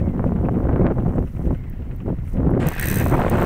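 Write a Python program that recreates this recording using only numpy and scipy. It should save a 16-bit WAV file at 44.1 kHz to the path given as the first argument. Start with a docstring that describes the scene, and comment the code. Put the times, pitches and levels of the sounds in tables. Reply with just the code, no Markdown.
"""A paddlewheel aerator starts on a windy pond. Its motor cuts in at about 2.6 s: the drive coupling
clacks about seventy times a second, the loaded shaft grinds and rings the frame, and the paddles
beat air pockets into the water and throw spray. Gusts and eddies buffet the microphone throughout,
over faint slapping of water, ticking drips and a far bird."""
import sys
import numpy as np
from scipy import signal
from scipy.io import wavfile
from scipy.ndimage import uniform_filter1d, minimum_filter1d

SR = 44100
rng = np.random.default_rng(int(sys.argv[2]) if len(sys.argv) > 2 else 0)


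def wav_out(sig):
    """Save sig, one row per channel (or a flat mono array), as 16-bit PCM at SR to the path in sys.argv[1]."""
    wavfile.write(sys.argv[1], SR, np.round(np.clip(np.atleast_2d(sig).T, -1, 1) * 32767).astype(np.int16))


N = 152145
T = np.arange(N) / SR


def from_db(db):
    """Decibels to gain."""
    return 10 ** (np.asarray(db) / 20)


def rms_one(x):
    """Scale to unit power."""
    return x / np.sqrt(np.mean(x ** 2) + 1e-20)


def curve_db(rows):
    """Per-sample level from (time [s], level [dB]) rows; silent before the first."""
    return np.interp(T, *np.transpose(rows), left=-120)


def at_hz(rows, hz):
    """Columns of a spectral table at one frequency."""
    freqs, *columns = np.transpose(rows)
    return [np.interp(np.log(hz), np.log(freqs), column) for column in columns]


def drift(rate_hz):
    """Smooth random signal, unit RMS."""
    pole = np.exp(-40 * np.pi * rate_hz / SR)
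    slow = signal.lfilter([1], [1, -2 * pole, pole * pole], rng.standard_normal(N // 20 + 2002))[2000:]
    return np.interp(np.arange(N) / 20, np.arange(len(slow)), rms_one(slow))


def butter(x, order, hz, kind):
    """Butterworth filter."""
    return signal.sosfilt(signal.butter(order, hz, kind, fs=SR, output="sos"), x)


def resonance(x, hz, width_hz):
    """Two-pole resonator, unity peak gain."""
    r = np.exp(-np.pi * width_hz / SR)
    feedback = [1, -2 * r * np.cos(2 * np.pi * hz / SR), r * r]
    return signal.lfilter(np.array([1, 0, -1]) * (1 - r * r) / 2, feedback, x + 1e-18)


def noise_bands(count):
    """Half-octave bands from 18 Hz up: yields (centre [Hz], noise at unit power per Hz)."""
    edges = 18 * 2 ** (np.arange(count + 1) / 2)
    for low, high in zip(edges, edges[1:]):
        band = butter(rng.standard_normal(N + SR), 2, [low, high], "band")
        band = butter(band, 2, [low, high], "band")[SR:]
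        yield np.sqrt(low * high), np.sqrt(high - low) * rms_one(band)


def hiss(spectrum):
    """Shaped noise; each band flickers by up to 2 dB."""
    return sum(band * from_db(at_hz(spectrum, hz)[0] + 2 * np.tanh(drift(31)))
               for hz, band in noise_bands(count=20))


def decays(rows, decay_s):
    """Envelope: a jump at each (time [s], level [dB]), then exponential decay."""
    hits = np.zeros(N)
    for time_s, db in rows:
        if 0 <= time_s * SR < N:
            hits[int(time_s * SR)] += from_db(db)
    return signal.lfilter([1], [1, -np.exp(-1 / (decay_s * SR))], hits + 1e-18)


def ring(force, modes, wander_db=-0.5):
    """Rough contact: noise scaled by the force rings each mode with a wandering share."""
    out = 0
    for hz, width_hz, db in modes:
        gain = from_db(db + wander_db * drift(30)) * np.sqrt(SR / (np.pi * width_hz))
        out += gain * resonance(force * rng.standard_normal(N), hz, width_hz)
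    return out / np.sqrt(sum(from_db(db) ** 2 for _, _, db in modes))


def pressure_pulse(t, brightness_hz):
    """One rounded push between two shallow dips."""
    age = np.clip(t * 2 * np.pi * brightness_hz, -100, 100)
    return 2 / np.cosh(age) - 1 / np.cosh(age / 2)


# Open-air spectrum: (frequency [Hz], density [dB per Hz])
AIR_SPECTRUM = [(100, -52), (500, -90), (1100, -91), (2100, -89.5), (2800, -99.5), (4200, -110),
                (11000, -114), (15000, -108)]

def open_air():
    """Low rumble and faint hiss."""
    return hiss(AIR_SPECTRUM)


def lapping(first_s=.087, period_s=.0912, level_db=-46.5):
    """Faint regular slaps of water, perhaps another paddlewheel far off."""
    times_s = np.arange(first_s, N / SR, period_s)
    levels_db = level_db + 2 * rng.standard_normal(len(times_s))
    force = decays(zip(times_s, levels_db), decay_s=.0092)
    slaps = ring(force, modes=[(1320, 500, 0), (2550, 500, -3)])
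    return butter(slaps, 4, 2900, "low")


# Bird calls: (onset [s], level [dB])
BIRD_CALLS = [(0.0, -55.5), (1.549, -55.5)]

def bird(start_hz=2170, fall_hz=300, length_s=.17):
    """A far bird's falling, wavering whistles."""
    out = np.zeros(N)
    for onset_s, db in BIRD_CALLS:
        progress = np.clip((T - onset_s) / length_s, 0, 1)
        pitch_hz = start_hz - fall_hz * progress ** 2 + 90 * drift(250)
        envelope = from_db(db) * np.sqrt(np.abs(np.sin(np.pi * progress)))
        out += envelope * np.sin(2 * np.pi * np.cumsum(pitch_hz) / SR)
    return out


# Single drips: (time [s], level [dB], pitch [Hz])
DRIP_TICKS = [(1.159, -49, 8500), (1.699, -38, 14600), (1.962, -45, 14400), (2.334, -46, 6000),
              (2.506, -48, 11000)]
# Droplet patter: (time [s], level [dB])
PATTER_LEVEL = [(0, -72), (1.47, -67), (1.6, -77), (2.22, -73), (2.29, -57.5), (2.39, -73)]

def drips(width_hz=1100, droplets_per_s=3000):
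    """Single drips tick over a fine random patter of droplets at the same pitches."""
    ticks = sum(ring(decays([(time_s, db)], decay_s=.001), [(hz, width_hz, 0)])
                for time_s, db, hz in DRIP_TICKS)
    droplets = (rng.random(N) < droplets_per_s / SR) * rng.standard_normal(N)
    pitch_index = rng.integers(0, len(DRIP_TICKS), N)
    patter = sum(resonance(droplets * (pitch_index == k), hz, width_hz)
                 for k, (_, _, hz) in enumerate(DRIP_TICKS))
    return ticks + from_db(curve_db(PATTER_LEVEL) + 2 * drift(10)) * rms_one(patter)


# Gusts: (hold start [s], hold length [s], bass level [dB], upper-band extra [dB])
GUST_HOLDS = [(0.0, 0.1, -24, -2.5), (0.155, 0.5, -23.5, 0), (0.668, .255, -20, 4), (0.979, .25, -24, 3),
              (1.389, 0.025, -31, 11.5), (1.476, 0.055, -22, -13), (1.808, 0.13, -35, -17),
              (2.078, 0.045, -24, -1), (2.4, 0.175, -19.5, -6), (2.544, 0.12, -20.5, 2.5),
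              (2.854, 0.29, -25, -24), (3.022, 0.0089, -21, 8.5), (3.119, 0.036, -19.5, 18.5),
              (3.19, 0.085, -23.5, 29), (3.317, 0.12, -22.5, 27.5)]

def gusts(rise_db_per_s=210, fall_db_per_s=420, upper_steepness=1.8, lull_db=-41, reference_db=-21.5):
    """Gusts swell from the lull, hold and fall; returns bass and upper levels [dB re reference]."""
    bass, upper = [], []
    for start_s, hold_s, db, extra_db in GUST_HOLDS:
        drop_db = rise_db_per_s * np.maximum(start_s - T, 0)
        drop_db += fall_db_per_s * np.maximum(T - start_s - hold_s, 0)
        bass.append(db - drop_db)
        upper.append(db + extra_db - upper_steepness * drop_db)
    return [np.maximum(np.max(levels, axis=0), lull_db) - reference_db for levels in (bass, upper)]


# Turbulence: (frequency [Hz], relative density [dB per Hz], gust share [ratio], flutter depth [dB])
WIND_BANDS = [(24.6, -2.5, 0.16, 7), (59, 1, 0.45, -2.2), (141, 0.5, 0.82, 5.5), (260.6, -2.5, 1.07, 2.5),
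              (500, -14, 1.4, 5.5), (892, -29.5, 1.22, 5.5), (1720, -48, 4.6, 6), (4150, -80, 1.4, -0.5)]

def wind(level_db=-43, eddy_db=-21, eddies_per_s=220, upper_from_hz=394, upper_full_hz=2400):
    """Turbulence on the microphone: gusts brighten it, bands flutter together, small eddies crackle."""
    bass_db, upper_db = gusts()
    flutter = np.minimum(drift(rate_hz=76), 1.7)
    eddies = (rng.random(N) < eddies_per_s / SR) * rng.uniform(-.52, 1, N)
    eddies *= from_db(eddy_db + (bass_db + upper_db) / 2)
    pulse = pressure_pulse(np.arange(-300, 301) / SR, brightness_hz=750)
    out = signal.fftconvolve(eddies, pulse, "same")
    for hz, band in noise_bands(count=16):
        band_db, gust_share, flutter_db = at_hz(WIND_BANDS, hz)
        upper_share = np.clip(np.log(hz / upper_from_hz) / np.log(upper_full_hz / upper_from_hz), 0, 1)
        gust_db = gust_share * bass_db + upper_share * (upper_db - bass_db)
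        out += band * from_db(level_db + band_db + gust_db + flutter_db * flutter)
    return out


# Large eddies: (time [s], peak [dB], brightness [Hz])
EDDY_THUMPS = [(0.195, -11, 730), (.242, -10, 667), (0.321, -14.5, 610), (0.487, -9, 740),
               (.693, -11.5, 720), (0.761, -16, 1090), (.867, -12.5, 1270), (.984, -16, 750),
               (1.063, -18, 696), (1.183, -16.5, 800), (1.508, -14, 620), (2.103, -11, 420),
               (2.494, -9.5, 500), (3.063, -7.5, 840), (3.111, -31, 806), (3.18, -11, 1000),
               (3.218, -11.5, 1480), (3.423, -12, 880)]

def buffets(rebound_s=.00524, rebound_db=-4):
    """Large eddies thump the microphone, each trailed by two duller rebounds of alternating sign."""
    out = np.zeros(N)
    for time_s, db, hz in EDDY_THUMPS:
        out += from_db(db) * pressure_pulse(T - time_s, hz)
        for k in (1, 2):
            lag_s = rebound_s * (k - rng.random())
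            rebound = pressure_pulse(T - time_s - lag_s, hz * rng.uniform(.37, 1))
            out += (-1) ** k * from_db(db + k * rebound_db) * rebound
    return out


# Thrown water: (time [s], gain [dB])
SPLASH_GAIN = [(2.6, 1), (2.78, -8), (2.82, -2.5), (3.1, -6.5), (3.45, -1)]
# Spray before the splash gain: (frequency [Hz], density [dB per Hz])
SPRAY_SPECTRUM = [(300, -65), (1500, -77), (3200, -82.5), (5000, -94.5), (8500, -88.5), (15000, -110)]

def paddles(plops_per_s=980, t60_cycles=1.24, tilt_db_per_octave=-10.5, churn_db=-33):
    """Paddles beat short-lived air pockets into the pond and throw hissing spray."""
    pitches_hz = np.geomspace(350, 2300, 16)
    pockets = from_db(3.5 * np.minimum(rng.exponential(1, N), 4)) * rng.choice([-1, 1], N)
    pockets *= rng.random(N) < plops_per_s / SR
    pitch_index = rng.integers(0, len(pitches_hz), N)
    plops = np.zeros(N)
    for k, hz in enumerate(pitches_hz):
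        width_hz = np.log(1000) / np.pi * hz / t60_cycles
        gain = from_db(tilt_db_per_octave * np.log2(hz / pitches_hz[0]))
        plops += gain * rms_one(resonance(pockets * (pitch_index == k), hz, width_hz))
    churn = from_db(churn_db) * rms_one(butter(plops, 4, 2800, "low"))
    return from_db(curve_db(SPLASH_GAIN)) * (churn + hiss(SPRAY_SPECTRUM))


CLACK_PERIOD_S = .01429
# Shaft load: (time [s], level [dB])
SHAFT_LOAD = [(2.60, -45), (2.70, -43.5), (2.78, -37), (2.84, -33), (3.0, -37), (3.06, -45.5),
              (3.45, -44.5)]
# Shaft and frame modes: (frequency [Hz], width [Hz], weight [dB])
SHAFT_MODES = [(1595, 98, 7), (1800, 150, 9), (1897, 420, 4), (2140, 87, -1.5), (2524, 97, 3),
               (3560, 1000, -24)]

def shaft(roughness_db=4, repeat_gain=.6):
    """The loaded shaft grinds in its bearings and rings the frame; rough spots recur one clack later."""
    friction = from_db(curve_db(SHAFT_LOAD) + roughness_db * drift(120))
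    grind = ring(friction, SHAFT_MODES, wander_db=1.5)
    grind += repeat_gain * np.roll(grind, int(CLACK_PERIOD_S * SR))
    return butter(grind, 2, [1200, 6000], "band")


# Clack force, peaking as the wheels gather speed: (time [s], level [dB])
CLACK_LEVEL = [(2.66, -40), (2.72, -34), (2.785, -40.5), (2.81, -27), (2.97, -23), (3.03, -34.5),
               (3.15, -32.5), (3.23, -50), (3.45, -33)]
# Single hard knocks: (time [s], level [dB])
DRIVE_KNOCKS = [(2.670, -28), (2.686, -18.5), (2.796, -18), (3.298, -25)]
# Steel coupling modes: (frequency [Hz], width [Hz], weight [dB])
COUPLING_MODES = [(3930, 200, -10), (6100, 260, -6), (8500, 900, 0), (13200, 1500, 2), (14500, 1500, 2)]

def drive(start_s=2.5888, run_up_lag_s=.038, run_up_clacks=4.2, sway_clacks=38, spread_db=3.2):
    """The coupling clacks; its rate settles as the motor comes up to speed and sways with the load."""
    clack_index = np.arange(4, 60)
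    lag_s = run_up_lag_s * (1 - np.exp(-clack_index / run_up_clacks))
    sway_s = .0016 * np.cos(2 * np.pi * clack_index / sway_clacks)
    times_s = start_s + clack_index * CLACK_PERIOD_S + lag_s - sway_s
    levels_db = np.interp(times_s, *np.transpose(CLACK_LEVEL))
    levels_db += spread_db * rng.standard_normal(len(times_s))
    jitter_s = rng.normal(0, .0004, len(times_s))
    clacks = list(zip(times_s + jitter_s, levels_db))
    impacts = decays(clacks + DRIVE_KNOCKS, decay_s=.0016)
    tails = from_db(-19) * decays(clacks, decay_s=.02)
    return butter(ring(impacts + tails, COUPLING_MODES), 2, 2500, "high")


def scene():
    """Wind, pond and aerator, mono."""
    background = wind() + buffets() + lapping() + open_air() + bird() + drips()
    aerator = drive() + shaft() + paddles()
    return (background + aerator)[None]


def record(dry):
    """Fast peak limiter, then a steep low-pass."""
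    ceiling, cutoff_hz = .52, 15650
    gain = np.minimum(1, ceiling / (np.abs(dry) + 1e-9))
    gain = minimum_filter1d(gain, size=181)
    gain = uniform_filter1d(uniform_filter1d(gain, size=91), size=91)
    return signal.sosfilt(signal.ellip(10, .2, 70, cutoff_hz, fs=SR, output="sos"), dry * gain)


dry = scene()
out = record(dry)
wav_out(out)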